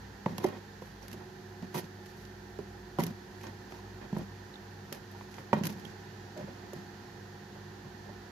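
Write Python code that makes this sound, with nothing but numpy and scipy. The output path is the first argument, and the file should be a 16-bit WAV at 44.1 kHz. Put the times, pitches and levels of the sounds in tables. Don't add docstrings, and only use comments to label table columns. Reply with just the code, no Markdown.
import sys
import numpy as np
from scipy import signal
from scipy.fft import rfft, irfft, next_fast_len
from scipy.io import wavfile
from scipy.ndimage import uniform_filter1d

SR = 44100
rng = np.random.default_rng(int(sys.argv[2]) if len(sys.argv) > 2 else 0)


def materialize(psi):
    bounded = np.clip(np.atleast_2d(psi).T, -1, 1)
    quanta = np.round(bounded * 32767).astype(np.int16)
    wavfile.write(sys.argv[1], SR, quanta)


def decibels_to_gain(level_db):
    exponent = np.asarray(level_db, float) / 20
    return 10 ** exponent


N = 366459
TIME = np.arange(N) / SR
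RING_TIME = TIME[:5000]
SIZE = next_fast_len(N)
BINS = np.fft.rfftfreq(SIZE, 1 / SR) + 1e-3

# pitch_hz, level_db, t60_s,
# part (rounded: 0 base, 1 worktop, 2 long wall, 3 short wall, 4 rim)
MODES = [(146, -4.5, 0.077, 0.5), (173, 0.5, 0.071, 1), (204.3, 1.5, 0.061, 1), (251, -1, 0.055, 3.5),
         (299, -5, 0.047, 2), (357.5, 2, 0.056, 1.5), (403, -1.5, 0.04, 2), (546, -3, 0.065, 3),
         (600, -3, 0.047, 2.5), (748, -5.5, 0.035, 0), (794, -3, 0.035, 0), (897, 0, 0.031, 0),
         (980, -3, 0.031, -0.5), (1074, -7.5, 0.028, 0.5), (1260, -4, 0.017, 4), (1600, -4.5, 0.017, 4),
         (1875, -3.5, 0.022, 4), (2080, -4.5, 0.016, 4), (2426, -5, 0.014, 4), (2770, -9, 0.0087, 4),
         (3120, -9, 0.014, 4), (3620, -11, 0.012, 4)]
# pitch_hz, density_db (per Hz)
SAND_BODY = [(710, -42), (1200, -4.5), (2950, -5.5), (3560, -7.5), (4300, -6), (6140, -6), (7900, -14.5),
             (10300, -69), (17400, -120)]
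# pitch_hz, density_db (per Hz)
SAND_BRIGHT = [(4650, -22), (7900, -22), (8530, -14), (9000, -7), (12400, 1), (15000, -13), (16000, -20)]
# pitch_hz, likeness (0-1)
EAR_LIKENESS = [(60, 0.8), (190, .98), (290, 0.7), (640, 0.33), (1410, 0.16), (3100, 0.29), (6820, 0.12),
                (15000, 1)]


def rms_one(x):
    return x / np.sqrt(np.mean(x ** 2) + 1e-20)


def in_time(rows):
    s, *columns = np.transpose(rows)
    return [np.interp(TIME, s, c) for c in columns]


def at_hz(points, hz):
    pitch_hz, value = np.transpose(points)
    return np.interp(np.log(hz), np.log(pitch_hz), value)


def drift(rate):
    knots = int(N / SR * rate * 2) + 2
    wander = np.interp(TIME * rate * 2, np.arange(knots), rng.standard_normal(knots))
    return rms_one(uniform_filter1d(wander, int(SR / rate / 2)))


def ring(t, hz, t60):
    t = np.maximum(t, 0)
    swell = (1 - np.exp(-4 * hz * t)) ** 2
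    decay = decibels_to_gain(-60 * t / np.maximum(t60, .003))
    return np.sin(2 * np.pi * hz * t) * decay * swell


def two_ears(pair, colour_db, likeness):
    # pitch_hz, left_minus_right_db
    lean = [(60, -3), (110, -1.5), (200, -1), (380, -3.5), (700, -4.5), (1290, -5.5), (2380, -4.5),
            (4400, -6), (8120, -.5), (15000, -.5)]
    mid, side = rfft(pair, SIZE) * decibels_to_gain(colour_db)
    alike = np.clip(likeness, 0, 1)
    ears = np.sqrt(1 + alike) * mid + np.sqrt(1 - alike) * side * [[1], [-1]]
    balance = decibels_to_gain(at_hz(lean, BINS) / 2 * [[1], [-1]])
    return rms_one(irfft(ears * balance, SIZE)[:, :N])


def grains(per_s, spread_db):
    sizes = decibels_to_gain(spread_db * np.minimum(rng.exponential(1, (2, N)), 5))
    sizes = sizes * rng.choice([-1, 1], (2, N))
    return sizes * (rng.random((2, N)) < per_s / SR)


def blows():
    # start_s, tub_db, worktop_db, place (0-3)
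    landings = [(.26, -27, -26, 1), (.262, -26, -35.5, 1.5), (.382, -34.5, -32, 1.54),
                (.442, -32, -37, 1.6), (.447, -35, -34.5, 1.7), (1.624, -42.5, -34.5, 2.5),
                (1.747, -43, -42, 0.94), (1.753, -36, -33, 1.4), (2.986, -20.5, -25, 2.9),
                (2.999, -32, -32, 1.2), (3.035, -41, -30, 2.2), (3.066, -47, -39, 2.2),
                (4.127, -39.5, -27, 1.7), (4.165, -35, -31, 2), (4.189, -41.5, -42, 1.9),
                (5.5295, -18, -20.5, 0.83), (5.533, -27, -26, 3.0), (5.566, -43, -35, 2.2),
                (5.61, -37, -27, 2.2), (5.669, -42, -33, 1.6), (5.847, -48, -46, 1.9)]
    # start_s, tub_db, worktop_db, place (0-3)
    taps = [(.821, -40.5, -46, 1.4), (1.139, -44.5, -51, 1.8), (1.987, -49, -61, 2.0),
            (2.589, -39.5, -44, 1.8), (3.439, -50, -63, 0.05), (3.721, -41, -56, .05),
            (4.921, -41, -46, 1.84), (5.21, -41, -63, .4), (5.382, -40, -59, .05), (6.376, -42, -48, 3),
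            (6.48, -43.5, -48, 3), (6.731, -44, -46, 2.2), (7.56, -43, -52, 3.1), (8.093, -45.5, -56, 3)]
    # place, base_db, long_wall_db, short_wall_db, rim_db
    places = [
        (0, 0, -21, -22, -2.5),
        (1, 0, -12.5, -11, -14),
        (2, -7.5, 0.5, -9, -14),
        (3, -10, -4.5, -1, -17),
    ]
    s, tub_db, worktop_db, place = np.transpose(sorted(landings + taps))
    spot, *shares_db = np.transpose(places)
    base, long_wall, short_wall, rim = (tub_db + np.interp(place, np.round(spot), share) for share in shares_db)
    return np.transpose([s, base, worktop_db, long_wall, short_wall, rim])


def knocks():
    hz, level_db, t60, part = np.transpose(MODES)[:, :, None]
    part = np.round(part[:, 0]).astype(int)
    out = np.zeros((2, N))
    hits = blows()
    chance = rng.standard_normal((len(hits), 5, len(hz), 1))
    for (s, *parts_db), (lag, left, right, strength, tune) in zip(hits, chance):
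        gain = -decibels_to_gain(np.array(parts_db)[part, None] + level_db + 1.5 * strength + 1.8)
        at = round((s + 0.00029) * SR)
        held_hz = hz * (1 + 0.022 * tune)
        for ear, own in enumerate((left, right)):
            late_s = 0.00032 * np.abs(lag) + 0.00021 * np.abs(own) * (1 - at_hz(EAR_LIKENESS, hz))
            modes = gain * ring(RING_TIME - late_s, held_hz, t60)
            out[ear, at:at + len(RING_TIME)] += np.sum(modes, axis=0)
    return out * decibels_to_gain([[-1.2], [1.2]])


def pings():
    # start_s, pitch_hz, peak_db,
    # t60_s, left_minus_right_db
    single_rings = [(1.028, 5660, -48, .015, -7), (3.74, 940, -46, .04, 4), (3.79, 990, -43, 0.037, 0),
                    (4.541, 3850, -44.5, 0.013, -16), (4.557, 3620, -43, .02, -10),
                    (5.149, 925, -44.5, 0.06, -5), (5.853, 3240, -38.5, 0.019, -13),
                    (6.364, 600, -40, 0.11, 0), (6.39, 590, -36.5, 0.097, 2), (6.41, 600, -40, .08, -2),
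                    (6.375, 370, -38, 0.08, -3), (6.733, 372, -33, 0.061, -6), (6.734, 7000, -45.5, .015, 6),
                    (1.141, 355, -36, .07, -4), (1.135, 185, -39, .08, -1), (1.208, 870, -45, .04, -2),
                    (6.42, 138, -38, .12, 0), (6.755, 134, -37, .12, 0), (7.56, 545, -43, .05, -2),
                    (7.848, 560, -46, .03, -2), (7.85, 132, -39, .1, 0), (5.74, 150, -38, .15, 0),
                    (5.6695, 2000, -36, .015, 0), (5.5305, 1450, -29, .035, -3), (5.679, 190, -34, .07, -1),
                    (3.012, 700, -34, .05, -2), (5.541, 1900, -35, .05, -3), (5.548, 1450, -37, .04, -3),
                    (5.636, 3000, -38, .02, -3), (6.372, 600, -40, .04, 0),
                    (.2608, 898, -20.5, .032, -3), (.261, 1900, -35, 0.034, -3), (.2625, 615, -28, 0.032, -1),
              (0.4424, 366, -22, 0.057, -6), (0.4451, 368, -19.5, .075, -6), (0.4414, 950, -23.5, .022, -2),
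              (.4425, 2000, -31, .015, -2), (.449, 780, -25, 0.042, -2), (.451, 580, -27, .06, -5),
              (.8195, 504, -36, .04, -6), (.832, 150, -36, .05, -1), (2.589, 394, -28, .055, -9),
              (2.595, 160, -38, .06, -1), (5.53, 920, -13, 0.022, -3), (5.53, 600, -18.5, 0.037, -3),
              (5.531, 1900, -29, .03, -5), (5.5315, 2370, -32, .03, -3), (5.532, 3050, -34, .025, -5),
              (5.531, 380, -25, 0.046, -4), (2.9865, 994, -23, .05, -2), (2.988, 1350, -33, .03, -2),
              (3.004, 974, -30, 0.057, -2), (1.745, 960, -31, .06, -2), (1.756, 900, -32, 0.056, -2),
              (1.783, 910, -38, 0.085, -2), (1.636, 190, -34, 0.088, -1), (1.762, 190, -31, .1, -1),
              (2.997, 2000, -37, .02, -2), (3.007, 2000, -34, .03, -2), (3.036, 2900, -35, .012, -4),
              (4.1655, 930, -32, .03, -2)]
    t = TIME[:4000] - [[0.00015], [0]]
    out = np.zeros((2, N))
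    for s, hz, peak_db, t60, pan_db in single_rings:
        at = round(s * SR)
        sides_db = peak_db + np.array([[pan_db], [-pan_db]]) / 2
        out[:, at:at + 4000] -= decibels_to_gain(sides_db) * ring(t, hz, t60)
    return out


def ticks():
    # start_s, peak_db, top_share_db, left_minus_right_db
    finger_ticks = [(0.2606, -44.5, -30, -1), (0.3811, -34, -16, -1), (0.438, -44, -18, 2),
                    (0.4425, -36, -16, 2), (.4627, -44, -21, -6), (.486, -47, -16, 1), (1.081, -43, -15, 2),
                    (1.115, -47, -18, -3), (1.1295, -42, -15, 1), (1.6244, -50.5, -28, -5),
                    (1.7479, -45, -17, 2), (2.252, -49, -25, -3), (2.587, -49, -26, -1),
                    (2.9863, -42, -18, 2), (3.0027, -41, -13, 5), (3.0362, -33, -12, 3),
                    (3.0658, -38, -13, 1), (3.412, -46, -22, -2), (3.468, -40, -33, 3),
                    (4.128, -50.5, -30, -7), (3.721, -50, -20, 0), (4.171, -50, -17, 0),
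                    (4.1837, -48.5, -14, 7), (4.9257, -33, -15.5, 1), (5.1149, -54, -12, 0),
                    (5.3414, -42.5, -31, 2), (5.5297, -36, -33, -1), (5.537, -44, -16, 0),
                    (5.636, -35.5, -17, -5), (5.6536, -33, -15, 0), (5.669, -30.5, -13, 5),
                    (5.7016, -45, -15, 3), (5.725, -46, -20, 0), (5.797, -52, -16, 0), (5.85, -48, -16, -3),
                    (6.3755, -43, -31, 6), (6.733, -45, -13, 4)]
    t60_s = 0.031
    low = two_ears(rng.standard_normal((2, N)), at_hz(SAND_BODY, BINS), 0.11)
    high = two_ears(rng.standard_normal((2, N)), at_hz(SAND_BRIGHT, BINS), 0.06)
    out = np.zeros((2, N))
    for s, peak_db, top_db, pan_db in finger_ticks:
        at = round(s * SR)
        span = slice(at, at + 4000)
        fall = decibels_to_gain(peak_db - 2.5 - 60 * TIME[:4000] / t60_s)
        crack = low[:, span] + decibels_to_gain(top_db + 12) * high[:, span]
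        out[:, span] += fall * decibels_to_gain([[pan_db / 2], [-pan_db / 2]]) * crack
    return out


def strokes():
    # start_s, length_s, drag_db, sand_db
    drags = [(0.258, 0.14, -42, -62.5), (1.087, 0.13, -50.5, -62.5), (1.623, 0.037, -41.5, -66),
             (1.801, 0.069, -46, -60), (2.58, .06, -51, -67), (2.99, 0.056, -32.5, -49),
             (3.035, .09, -39.5, -59), (4.142, .11, -40, -64), (5.537, 0.063, -37, -63),
             (5.634, 0.045, -33, -44), (5.687, 0.06, -43.5, -57), (5.733, 0.22, -48, -63.5),
             (6.745, 0.093, -46.5, -66), (6.396, 0.067, -48.5, -80), (7.84, 0.05, -50, -95)]
    # start_s, length_s, rub_db, sand_db
    rubs = [(0.396, 0.06, -44.5, -59.5), (.43, 0.088, -43.5, -63), (0.513, .085, -45.5, -65),
            (0.464, 0.051, -45.5, -66), (1.016, 0.056, -53.5, -62), (1.725, .024, -55, -65),
            (1.741, .069, -38, -43.5), (3.428, 0.09, -45.5, -62.5), (4.01, 0.06, -46.5, -73),
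            (4.922, 0.072, -50.5, -58), (6.365, .1, -51.5, -67), (6.467, .062, -49, -72),
            (7.54, .089, -57, -78), (8.05, .1, -54, -95), (5.536, 0.083, -42.5, -70), (3.7, .1, -58, -77),
            (5.684, .03, -47, -62), (6.53, .2, -56, -90), (5.385, .04, -53, -75), (1.2, .04, -53, -80)]
    # start_s, length_s, sand_db
    slides = [(.805, .13, -62.5), (2.052, .092, -64), (2.14, 0.19, -64.5), (3.298, 0.17, -65.5),
              (3.695, .12, -66.5), (5.102, 0.17, -67), (5.3, 0.16, -63)]
    drag_dull_db, drag_in_tub_db, rub_in_worktop_db, slide_in_body_db = -3, -8, -6, -5
    top_db, brighter_with_force = -13.5, .3
    rows = [(s, length, sand, drag_dull_db, db, db + drag_in_tub_db) for s, length, db, sand in drags]
    rows += [(s, length, sand, 0, db + rub_in_worktop_db, db) for s, length, db, sand in rubs]
    rows += [(s, length, sand, 0, sand + slide_in_body_db, sand + slide_in_body_db)
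             for s, length, sand in slides]
    return [(s, length, sand, sand + top_db + dull + brighter_with_force * (sand + 50), drag, rub)
            for s, length, sand, dull, drag, rub in rows]


def handling():
    levels = np.zeros((4, N))
    for s, length, *levels_db in strokes():
        along = np.arange(0, 1, 1 / (length * SR))
        swell = np.minimum(along / 0.094, 1) * (1 - along ** 5.3)
        at = round(s * SR)
        levels[:, at:at + len(along)] += decibels_to_gain(np.array(levels_db))[:, None] * swell
    hiss, top, drag, rub = levels
    unevenness = decibels_to_gain(2.7 * drift(40))
    out = hiss * unevenness * two_ears(grains(3000, 3.0), at_hz(SAND_BODY, BINS), .2)
    out += top * decibels_to_gain(10.5) * unevenness * two_ears(grains(7000, 2.8), at_hz(SAND_BRIGHT, BINS), 0.15)
    hz, level_db, t60, part = np.transpose(MODES)[:, :, None]
    part = np.round(part[:, 0])
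    rings = decibels_to_gain(level_db) * ring(RING_TIME, hz, t60)
    worktop, tub = part == 1, np.isin(part, (0, 2, 3, 4))
    for level, body, clicks_per_s in ((drag, worktop, 300), (rub, tub, 1200)):
        body_ring = rings[body].sum(axis=0, keepdims=True)
        rung = signal.fftconvolve(grains(clicks_per_s, 2.5), body_ring, axes=1)[:, :N]
        out += level * two_ears(rung, 0, at_hz(EAR_LIKENESS, BINS))
    return out


def room(x):
    t60_s, cut_hz = 0.35, 4400
    w = 2 * np.pi * BINS / SR
    dull = 1 / (1 + 1j * BINS / cut_hz)
    echoes = np.zeros((2, len(w)), complex)
    for k, lag in enumerate(rng.uniform(.008, .035, 8) * SR):
        loop = decibels_to_gain(-60 * lag / SR / t60_s) * dull * np.exp(-1j * w * round(lag))
        echoes[k % 2] += loop / (1 - loop) * (-1) ** (k // 2)
    return irfft(rfft(x, SIZE) * echoes, SIZE)[:, :N]


def tones(hz, partials, wobble, lead=0):
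    turn = 2 * np.pi * (hz * TIME + lead + wobble * drift(1.51))
    return sum(np.sqrt(2) * decibels_to_gain(db) * np.cos(round(k) * turn) for k, db in partials)


def appliances():
    # multiple, level_db
    mains_partials = [(2, -55), (4, -56.5), (6, -69)]
    rotor_partials = [(1, -72)]
    fan_partials = [(1, 2), (2, -8), (5, -14)]
    # time_s, lost_cycles, rotor_db
    slips = [(0, 0, -58), (.38, 1.0, -60), (.95, 1.5, -69), (1.55, 3.0, -60), (2.5, 5.5, -72),
             (3.07, 7.0, -57), (5.17, 12.0, -59), (5.65, 14, -82), (6.22, 14.0, -61), (6.55, 15.0, -75),
             (7.25, 17.0, -67), (8.5, 20.0, -62)]
    # time_s, first_db, second_db
    fan_levels = [(0, -72, -75), (1.0, -67, -72), (1.15, -59.5, -59), (2.5, -59.5, -58.5), (3.5, -60, -61),
                  (4.5, -62, -63), (6, -60, -63), (7, -59, -64), (8.31, -60, -62)]
    # time_s, gained_cycles
    fan_wander = [(0, -.5), (1.2, -.49), (2.0, .17), (2.5, .24), (3.8, 0), (4.9, .14), (5.8, -.1),
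                  (7.2, -.98), (8.31, -.62)]
    # time_s, level_db
    far_engine = [(0, -53), (.3, -66), (.6, -75), (.95, -55), (1.4, -69), (2.0, -69), (2.31, -59),
                  (2.93, -56), (3.1, -67), (4.2, -57), (4.6, -68), (6.0, -70), (6.6, -68), (7.2, -85),
                  (7.77, -64.5), (8.31, -63)]
    mains_hz, rotor_hz, whine_hz, whine_db = 50, 48.8, 458, -71
    fan_hz, partner_hz, partner_lead_cycles = 357.65, 373.905, 0.3

    motor = tones(mains_hz, mains_partials, 0) + tones(rotor_hz, rotor_partials, 0.087)
    behind, rotor_db = in_time(slips)
    motor += np.sqrt(2) * decibels_to_gain(rotor_db) * np.cos(2 * np.pi * (2 * mains_hz * TIME - behind))

    first_db, second_db = in_time(fan_levels)
    gained, = in_time(fan_wander)
    fans = decibels_to_gain(first_db + 0.5 * drift(2.7)) * tones(fan_hz, fan_partials, 0.011, gained)
    partner = tones(partner_hz, [(1, 0)], 0.02, gained + partner_lead_cycles)
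    fans = fans + decibels_to_gain(second_db + 1.5 * drift(3.8)) * partner
    fans = fans + np.sqrt(2) * decibels_to_gain(whine_db) * np.cos(2 * np.pi * whine_hz * TIME)

    engine_hz = 57.5 + 2.06 * drift(3.0)
    engine_db, = in_time(far_engine)
    engine = np.sqrt(2) * decibels_to_gain(engine_db) * np.sin(2 * np.pi * np.cumsum(engine_hz) / SR)
    return motor + engine + fans * decibels_to_gain([[-2.1], [2.1]])


def room_air():
    # pitch_hz, density_db (per Hz)
    air_colour = [(25, -26), (33, -22), (45, -8), (80, -10), (120, -1), (250, -3), (420, -4), (620, -13),
                  (1000, -12), (2000, -18), (2500, -22), (6500, -25), (7600, -33), (9000, -60)]
    # pitch_hz, width_hz, level_db
    air_peaks = [(150, 8.1, 3), (200, 7, 2), (257, 8, -0.5), (290, 150, -4), (320, 30, -3), (500, 70, -4),
                 (600, 60, -4), (817, 47, 8.5), (953, 69, 3), (1148, 160, -6), (1585, 220, 4),
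                 (1808, 180, 7), (1980, 120, 2), (2150, 200, -3.5), (4440, 570, 3.5)]
    # time_s, level_db
    air_swell = [(0, 0), (1.0, -1), (2.9, -1), (3.6, 0), (5.3, -.3), (5.9, .8), (6.8, .8), (7.3, 0),
                 (8.31, 0)]
    # pitch_hz, density_db (per Hz)
    hiss_colour = [(6000, -30), (8000, -8), (9500, -4), (12500, 0), (15400, -4), (15900, -30)]
    air_db, hiss_db = -52 + 1.44, -72
    bumps_db = sum(db / (1 + (2 * (BINS - hz) / width) ** 2) for hz, width, db in air_peaks)
    colour_db = at_hz(air_colour, BINS) + bumps_db
    air = two_ears(rng.standard_normal((2, N)), colour_db, at_hz(EAR_LIKENESS, BINS))
    hiss = two_ears(rng.standard_normal((2, N)), at_hz(hiss_colour, BINS), 0)
    return decibels_to_gain(air_db + in_time(air_swell)[0]) * air + decibels_to_gain(hiss_db) * hiss


def scene():
    room_db, low_cut_hz = -19.5, 125
    hits = knocks() + ticks() + pings()
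    tub = hits + decibels_to_gain(room_db) * room(hits.mean(axis=0)) + handling()
    tub = signal.sosfilt(signal.butter(3, low_cut_hz, "high", fs=SR, output="sos"), tub)
    return tub + room_air() + appliances()


def band_limit(x):
    return signal.sosfilt(signal.butter(12, 16620, fs=SR, output="sos"), x)


def record(dry):
    cut = signal.sosfilt(signal.cheby2(10, 50, 16700, fs=SR, output="sos"), dry)
    return band_limit(cut)


dry = scene()
out = record(dry)
materialize(out)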